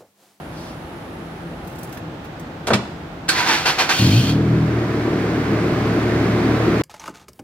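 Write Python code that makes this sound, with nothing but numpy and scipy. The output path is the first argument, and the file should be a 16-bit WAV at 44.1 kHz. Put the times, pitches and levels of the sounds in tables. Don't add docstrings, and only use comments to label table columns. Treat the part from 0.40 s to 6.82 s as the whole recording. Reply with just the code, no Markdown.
import sys
import numpy as np
from scipy import signal
from scipy.fft import rfft, irfft, next_fast_len
from scipy.io import wavfile

SR = 44100
rng = np.random.default_rng(int(sys.argv[2]) if len(sys.argv) > 2 else 0)


def wav_record(signal):
    frames = np.transpose(np.atleast_2d(signal))
    bounded = np.clip(frames, -1, 1)
    quanta = np.round(bounded * 32767).astype(np.int16)
    wavfile.write(sys.argv[1], SR, quanta)


N = 283122
TIME = np.arange(N) / SR
HZ = np.maximum(np.fft.rfftfreq(next_fast_len(N + SR // 4, True), 1 / SR), 1)

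# time_s, rate_hz
BANK_RATE = [(3.63, 18.7), (3.7, 25.3), (3.8, 31.3), (3.88, 37), (3.96, 39.4), (4.06, 40.4), (4.3, 39.6),
             (4.65, 37.3), (5.98, 37.4), (6.2, 38.3)]
ENGAGE_S, CATCH_S, RELEASE_S = 2.886, 3.592, 3.9


def from_db(db):
    return 10 ** (np.asarray(db) / 20)


def rms_one(x):
    return x / np.sqrt(np.mean(x ** 2) + 1e-20)


def fade(start_s, end_s):
    return np.clip((TIME - start_s) / max(end_s - start_s, 1e-3), 0, 1)


def since(start_s):
    return np.maximum(TIME - start_s, 0)


def at_hz(points):
    hz, value = np.transpose(points)
    return np.interp(np.log(HZ), np.log(hz), value)


def filtered(x, gain):
    return irfft(rfft(x, 2 * (len(HZ) - 1)) * gain)[..., :N]


def colour(x, spectrum):
    skirts = np.minimum(1, np.minimum(HZ / spectrum[0][0], spectrum[-1][0] / HZ)) ** 4
    return rms_one(filtered(x, from_db(at_hz(spectrum)) * skirts))


def noise():
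    return rng.standard_normal(N)


def drift(rate_hz):
    knots = rng.standard_normal(4000)
    return rms_one(np.interp(TIME * rate_hz, np.arange(len(knots)), knots))


def harmonic(cycles, multiple):
    return np.sin(2 * np.pi * (multiple * cycles + rng.random()))


def resonate(x, hz, width_hz):
    r = np.exp(-np.pi * width_hz / SR)
    poles = [1, -2 * r * np.cos(2 * np.pi * hz / SR), r * r]
    return signal.lfilter(np.array([1, 0, -1]) * (1 - r * r) / 2, poles, x + 1e-18)


def ticks(cycles, spread_db):
    return np.diff(np.floor(cycles), prepend=0) * from_db(spread_db * rng.uniform(-1, 1, N))


def struck(times_s, levels_db, t60_s):
    clicks = np.zeros(N)
    clicks[(np.asarray(times_s) * SR).astype(int)] = from_db(levels_db)
    return signal.lfilter([1], [1, -from_db(-60 / (t60_s * SR))], clicks + 1e-18)


def diffuse(mid, side):
    # freq_hz, correlation
    likeness = [(100, 0.99), (250, 0.97), (500, 0.83), (1000, 0.33), (2000, 0), (15000, 0)]
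    alike = np.clip(at_hz(likeness), -1, 1)
    common = filtered(mid, np.sqrt(1 + alike))
    opposed = filtered(side, np.sqrt(1 - alike)) * [[1], [-1]]
    return (common + opposed) / np.sqrt(2)


def hall(x, early_db, late_db, early_t60_s=0.091, late_t60_s=0.64, lag_samples=2.76, wall_hz=6000):
    early = [rms_one(noise() * from_db(-60 * TIME / early_t60_s)) for ear in "LR"]
    late = [rms_one(noise() * from_db(-60 * TIME / late_t60_s) * fade(.01, .03)) for ear in "LR"]
    late = signal.lfilter(*signal.butter(1, wall_hz, fs=SR), late)
    echoes = diffuse(*(from_db(early_db) * np.array(early) + from_db(late_db) * late))
    direct = np.array([x, filtered(x, np.exp(-2j * np.pi * HZ / SR * lag_samples))])
    return direct + signal.fftconvolve([x], echoes[:, :SR] / np.sqrt(N), axes=1)[:, :N]


def ventilation(hiss_db=-57, hiss_fall_db_per_s=4, hiss_end_s=1.6):
    # freq_hz, level_db
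    duct_spectrum = [(15, -43), (25, -33), (45, -6.5), (135, -1.5), (160, -5.5), (190, -5.5), (331, -2),
                     (401, -10), (431, -9), (576, -9.5), (848, -9.5), (957, -13.5), (1410, -15.5),
                     (3790, -28), (8000, -43.5), (10400, -70), (17600, -120)]
    hiss_spectrum = [(7000, -9), (9500, -0.5), (10600, 0), (11500, 2), (12300, -11), (15800, -13)]
    air = from_db(-33.5) * diffuse(colour(noise(), duct_spectrum), colour(noise(), duct_spectrum))
    hum = from_db(-40.5) * rms_one(resonate(noise(), hz=163.7, width_hz=8.9))
    hiss_gain = from_db(hiss_db - hiss_fall_db_per_s * TIME) * (1 - fade(hiss_end_s, hiss_end_s))
    hiss = hiss_gain * np.array([colour(noise(), hiss_spectrum) for ear in "LR"])
    return air + hum + hiss + from_db(-60) * rng.standard_normal((2, N))


def driver(jingle_s=(1.25, 1.56), touches_per_s=45, touch_db=-41):
    # freq_hz, level_db
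    cloth_spectrum = [(2500, -5), (5000, 0), (7000, -8), (15000, -21)]
    key_spectrum = [(2350, -43), (4000, -3), (8020, 3), (8890, -1), (11100, 4), (12800, -3), (15100, 0),
                    (15800, -4)]
    # start_s, relative_db
    key_hits = [(1.274, -38), (1.3543, -38), (1.3848, -34), (1.431, -24.5), (1.5255, -27), (1.5743, -35),
                (1.8442, -36), (1.9969, -36.5)]
    trim_knocks = [(1.528, -37), (1.572, -32), (1.851, -36.5), (1.998, -46)]
    touches_s = np.arange(*jingle_s, 1 / touches_per_s)
    jitter, spread = rng.standard_normal((100, 2))[:len(touches_s)].T
    touches = np.transpose([touches_s + 0.34 * jitter / touches_per_s, touch_db + 2.1 * spread])
    times_s, levels_db = np.vstack([key_hits, touches]).T
    jingle = from_db(3.1 * drift(250))
    keys = colour(noise(), key_spectrum) * jingle * struck(times_s, levels_db - 8.5, t60_s=0.054)
    trim_spectrum = [(120, 10), (500, -8), (1500, -5), (4000, -14.5), (7000, -25)]
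    knocks = colour(noise(), trim_spectrum) * struck(*np.transpose(trim_knocks), t60_s=0.056)
    sliding = fade(0.1, 0.17) * (1 - fade(0.29, .36))
    return from_db(-49.5) * sliding * colour(noise(), cloth_spectrum) + keys + knocks


def blows(rows, mismatch_db_per_part=16.5):
    # low_hz, high_hz, t60_s
    parts = [(125, 277, 0.19), (380, 1270, 0.087), (1240, 4300, 0.08), (4460, 9700, 0.073)]
    times_s, blow_db, hardness = np.transpose(rows)
    out = 0
    for k, (low_hz, high_hz, t60_s) in enumerate(parts):
        level_db = blow_db - mismatch_db_per_part * np.abs(hardness * (len(parts) - 1) - k)
        band = signal.butter(2, [low_hz, high_hz], "band", fs=SR, output="sos")
        rattle = noise() * struck(times_s, level_db, t60_s) * np.sqrt(SR / 2 / (high_hz - low_hz))
        out = out + from_db(-6.5) * signal.sosfilt(band, rattle)
    return out


def door_slam(skin_db=-7, hard_loss_db=35):
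    # start_s, level_db, hardness (0-1)
    contacts = [(2.2702, -9.5, 0.81), (2.2707, -14, 0.25), (2.283, -15, .35), (2.304, -5, 0.32),
                (2.312, -15, 0), (2.326, -11, 0.2), (2.334, -5.5, 0.69), (2.344, -13.5, 0.15),
                (2.384, -19.5, 0.08)]
    # pitch_hz, width_hz, level_db
    skin_modes = [(133, 22, -3), (245, 34, 2)]
    age_s = TIME[:SR // 4]
    ring = sum(from_db(db) * np.exp(-np.pi * width_hz * age_s) * np.sin(2 * np.pi * hz * age_s)
               for hz, width_hz, db in skin_modes)
    out = blows(contacts)
    for start_s, blow_db, hardness in contacts:
        out[int(start_s * SR):][:len(ring)] += from_db(blow_db + skin_db - hard_loss_db * hardness) * ring
    return out


def solenoid(ring_db=-18, ring_t60_s=0.15):
    # start_s, level_db, hardness (0-1)
    clacks = [(2.882, -19.5, 0.6), (2.889, -2.5, 0.83), (3.893, -20, .72)]
    # pitch_hz, width_hz, level_db
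    bell_modes = [(1550, 87, 2.5), (4290, 410, 3.5)]
    times_s, blow_db, _ = np.transpose(clacks)
    jolt = noise() * struck(times_s, blow_db + ring_db, ring_t60_s)
    ring = sum(from_db(db) * resonate(jolt, hz, width_hz) * np.sqrt(SR / (np.pi * width_hz))
               for hz, width_hz, db in bell_modes)
    return blows(clacks) + ring


def starter_load(jerk_db=-22, stroke_fall_db=14.5, gears_db=-31, unload_db_per_s=49):
    # start_s, rise_s, hold_s, level_db
    strokes = [(2.935, 0.051, .025, -20.5), (3.044, 0.042, 0.054, -18), (3.252, .008, .038, -16.5),
               (3.382, .006, .034, -17), (3.489, .005, .03, -17.5)]
    jerk = struck([ENGAGE_S], [jerk_db], t60_s=0.6)
    stroke_power = 0
    for start_s, rise_s, hold_s, db in strokes:
        lengths_past = since(start_s + rise_s + hold_s) / (rise_s + hold_s)
        stroke_power += (fade(start_s, start_s + rise_s) * from_db(db - stroke_fall_db * lengths_past)) ** 2
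    engaged = fade(ENGAGE_S, ENGAGE_S + .01) * (1 - fade(RELEASE_S, RELEASE_S + 0.046))
    running = engaged * from_db(gears_db - unload_db_per_s * since(CATCH_S))
    return np.sqrt(jerk ** 2 + stroke_power + running ** 2)


def starter(free_mesh_hz=441.3, spin_up_s=0.03, sag_share=0.45, sag_lag_s=0.03, housing_db=-6):
    # freq_hz, level_db
    grind_spectrum = [(180, -15), (280, -4.5), (335, 1), (385, -9.5), (432, -1), (563, -8), (759, -4),
                      (1230, -2), (1550, -4.5), (2420, -1), (3380, -5.5), (4480, -8.5), (8550, -20.5),
                      (15800, -37)]
    # pitch_hz, half_width_hz, level_db
    housing_modes = [(767, 10, 11.5), (960, 21, 3), (1540, 114, 4.5), (2100, 110, -3), (2350, 49, -10),
                     (3220, 26, -8), (3580, 53, -7), (4040, 28, -34), (4380, 310, -2.5), (5500, 390, -9)]
    # mesh_multiple, level_db
    groan_tones = [(1, -17), (3, -4.5), (4, -12.5), (6, -9)]
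    load = starter_load()
    pole = np.exp(-1 / (sag_lag_s * SR))
    drag = signal.lfilter([1 - pole], [1, -pole], load / load.max())
    mesh_hz = free_mesh_hz * (1 - np.exp(-since(ENGAGE_S) / spin_up_s)) * (1 - sag_share * drag)
    mesh_cycles = np.cumsum(mesh_hz) / SR
    landings = np.cumsum(mesh_hz * np.exp(.4 * drift(600))) / SR
    teeth = rms_one(ticks(landings, spread_db=3)) + 1.5 * noise()
    ring = sum(from_db(db) * resonate(teeth, hz, 2 * half_hz) for hz, half_hz, db in housing_modes)
    grind = rms_one(colour(teeth, grind_spectrum) + from_db(housing_db) * rms_one(ring))
    groan = sum(from_db(db) * (1 + .4 * drift(90)) * harmonic(mesh_cycles, k) for k, db in groan_tones)
    return load * (grind + (1 - fade(3.12, 3.22)) * groan)


def engine_load(start_s=3.99, time_constant_s=1.51):
    return 1 - np.exp(-since(start_s) / time_constant_s)


def engine_bay(bank_cycles, base_db=-32.5, load_rise_db=9):
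    # freq_hz, level_db
    clatter_spectrum = [(350, -23.5), (600, -1.5), (778, -5), (845, -10), (1040, -7), (1650, -8.5),
                        (1890, -11), (2200, -10.5), (2740, -18), (4670, -23.5), (7860, -34.5),
                        (15200, -43.5), (15800, -42)]
    valves = rms_one(ticks(bank_cycles * 8, spread_db=4))
    rush = noise() * (1 + 0.066 * np.cos(4 * np.pi * bank_cycles))
    gain = fade(3.1, 3.6) * from_db(base_db + load_rise_db * engine_load())
    return gain * colour(rush + 0.11 * valves, clatter_spectrum)


def freewheel(bank_cycles, teeth_per_cycle=88, fall_db_per_s=20, throw_out_db_per_s=239):
    # freq_hz, level_db
    whirr_spectrum = [(500, -1), (1200, -18), (2500, -2), (3600, 0), (4500, -1.5), (6000, -4.5),
                      (8500, -11), (15800, -20)]
    # pitch_hz, width_hz, level_db
    modes = [(1516, 100, -7), (2460, 31, 3), (2790, 43, 1.5), (3130, 160, 0), (4340, 300, -3)]
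    slip = noise() * (1 + 0.15 * np.cos(4 * np.pi * bank_cycles))
    ring = rms_one(sum(from_db(db) * resonate(slip, hz, width_hz) for hz, width_hz, db in modes))
    whine = fade(CATCH_S, 3.75) * drift(400) * np.sin(2 * np.pi * teeth_per_cycle * bank_cycles)
    whirr = colour(slip, whirr_spectrum) + from_db(-3) * ring + from_db(-1.5) * whine
    level_db = -26 - fall_db_per_s * since(CATCH_S) - throw_out_db_per_s * since(RELEASE_S)
    surge_db = 2 * drift(30)
    return fade(3.5, 3.599) * from_db(level_db + surge_db) * whirr


def exhaust_thumps(pulses, catch_db=-7, hold_s=0.14, fall_db_per_s=78):
    # pitch_hz, width_hz, level_db
    pipe_modes = [(110.2, 24.7, -1.5), (201.6, 41, -7), (256.6, 48, -7.5), (325, 36, -9)]
    pipe = sum((-1) ** k * from_db(db) * resonate(pulses, hz, width_hz)
               for k, (hz, width_hz, db) in enumerate(pipe_modes))
    muffler = signal.butter(2, [58, 350], "band", fs=SR, output="sos")
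    full_charge = from_db(catch_db - fall_db_per_s * since(CATCH_S + hold_s))
    idle_charge = from_db(-30 + 11.5 * engine_load())
    return (full_charge + idle_charge) * signal.sosfilt(muffler, np.tanh(.55 * rms_one(pipe)))


def exhaust(bank_cycles, flare_s=(3.78, 3.91), settle_s=(4.24, 4.54)):
    cylinder_db = [3.65, 6.4, 5.6, 4.8, 2.9, 6.3]
    # bank_multiple, flare_db, idle_db
    tone_levels = [(1, -45.5, -24), (2, -11.5, -15.5), (3, 0, -5), (4, -1, -9), (5, -4, -21.5),
                   (7, -7, -10), (8, -13.5, -16)]
    # freq_hz, level_db
    rasp_spectrum = [(90, -42), (130, 3.5), (190, 1), (245, 0), (280, 4.5), (360, 3), (400, -2), (455, -2),
                     (520, -11.5), (640, -17.5), (850, -30.5), (1500, -60)]
    load, idling = engine_load(), fade(*settle_s)
    firings = 2 * bank_cycles
    strength = from_db(cylinder_db)[firings.astype(int) % len(cylinder_db)]
    pulses = ticks(firings, spread_db=2.5) * strength
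    tones = 0
    for k, flare_db, idle_db in tone_levels:
        level_db = flare_db + (idle_db - flare_db) * idling + 1.97 * drift(16)
        tones += from_db(level_db) * harmonic(bank_cycles, k)
    tones *= fade(*flare_s) * from_db(-16 * (1 - idling) + (-23.5 + 7.5 * load) * idling)
    puffs = strength * (1.06 + np.exp(-4 * (firings % 1))) * from_db(0.96 * drift(22))
    rasp = colour(noise() * puffs + 0.28 * rms_one(pulses), rasp_spectrum) * from_db(-26 + 11.5 * load)
    running = fade(CATCH_S - .015, CATCH_S + 0.032)
    return running * (exhaust_thumps(pulses) + tones), running * rasp


def pipe_boom(bank_hz, bank_cycles, resonance_hz=118.5, width_hz=9.6, level_db=-11.5):
    detuning = (4 * bank_hz - resonance_hz) / width_hz
    return from_db(level_db) * np.exp(-detuning ** 2) * np.sin(8 * np.pi * bank_cycles)


def scene():
    bank_hz = np.interp(TIME, *np.transpose(BANK_RATE))
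    firing = TIME > CATCH_S
    bank_cycles = firing * (.5 + np.cumsum(bank_hz * firing) / SR)
    bass, rasp = exhaust(bank_cycles)
    hits = hall(door_slam() + solenoid() + driver(), early_db=-2, late_db=-11)
    facing, *around = [starter() + freewheel(bank_cycles) for panel in range(3)]
    cranking = hall(facing, early_db=-10, late_db=-12) + from_db(-4.5) * diffuse(*around)
    bay = from_db(-3.5) * hall(engine_bay(bank_cycles), early_db=-14, late_db=-14)
    bay += from_db(-2) * diffuse(engine_bay(bank_cycles), engine_bay(bank_cycles))
    tailpipe = bass + hall(rasp, early_db=-10, late_db=-7) + pipe_boom(bank_hz, bank_cycles)
    return ventilation() + hits + cranking + bay + tailpipe


def record(dry, ceiling=1.5, stopband_hz=16300):
    # freq_hz, left_minus_right_db
    balance = [(60, 0), (130, 0.6), (300, 0.85), (450, 1.5), (610, -0.5), (780, 0.5), (1200, -2.5),
               (1720, -5.5), (2150, -1), (2600, -2.5), (3400, -1.5), (4150, 1), (5800, -2), (9500, 0.1),
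               (15000, -.5)]
    heard = filtered(dry, from_db(at_hz(balance) * [[.5], [-.5]]))
    lowpass = signal.cheby2(16, 50, stopband_hz, fs=SR, output="sos")
    return signal.sosfiltfilt(lowpass, ceiling * np.tanh(heard / ceiling))


dry = scene()
out = record(dry)
wav_record(out)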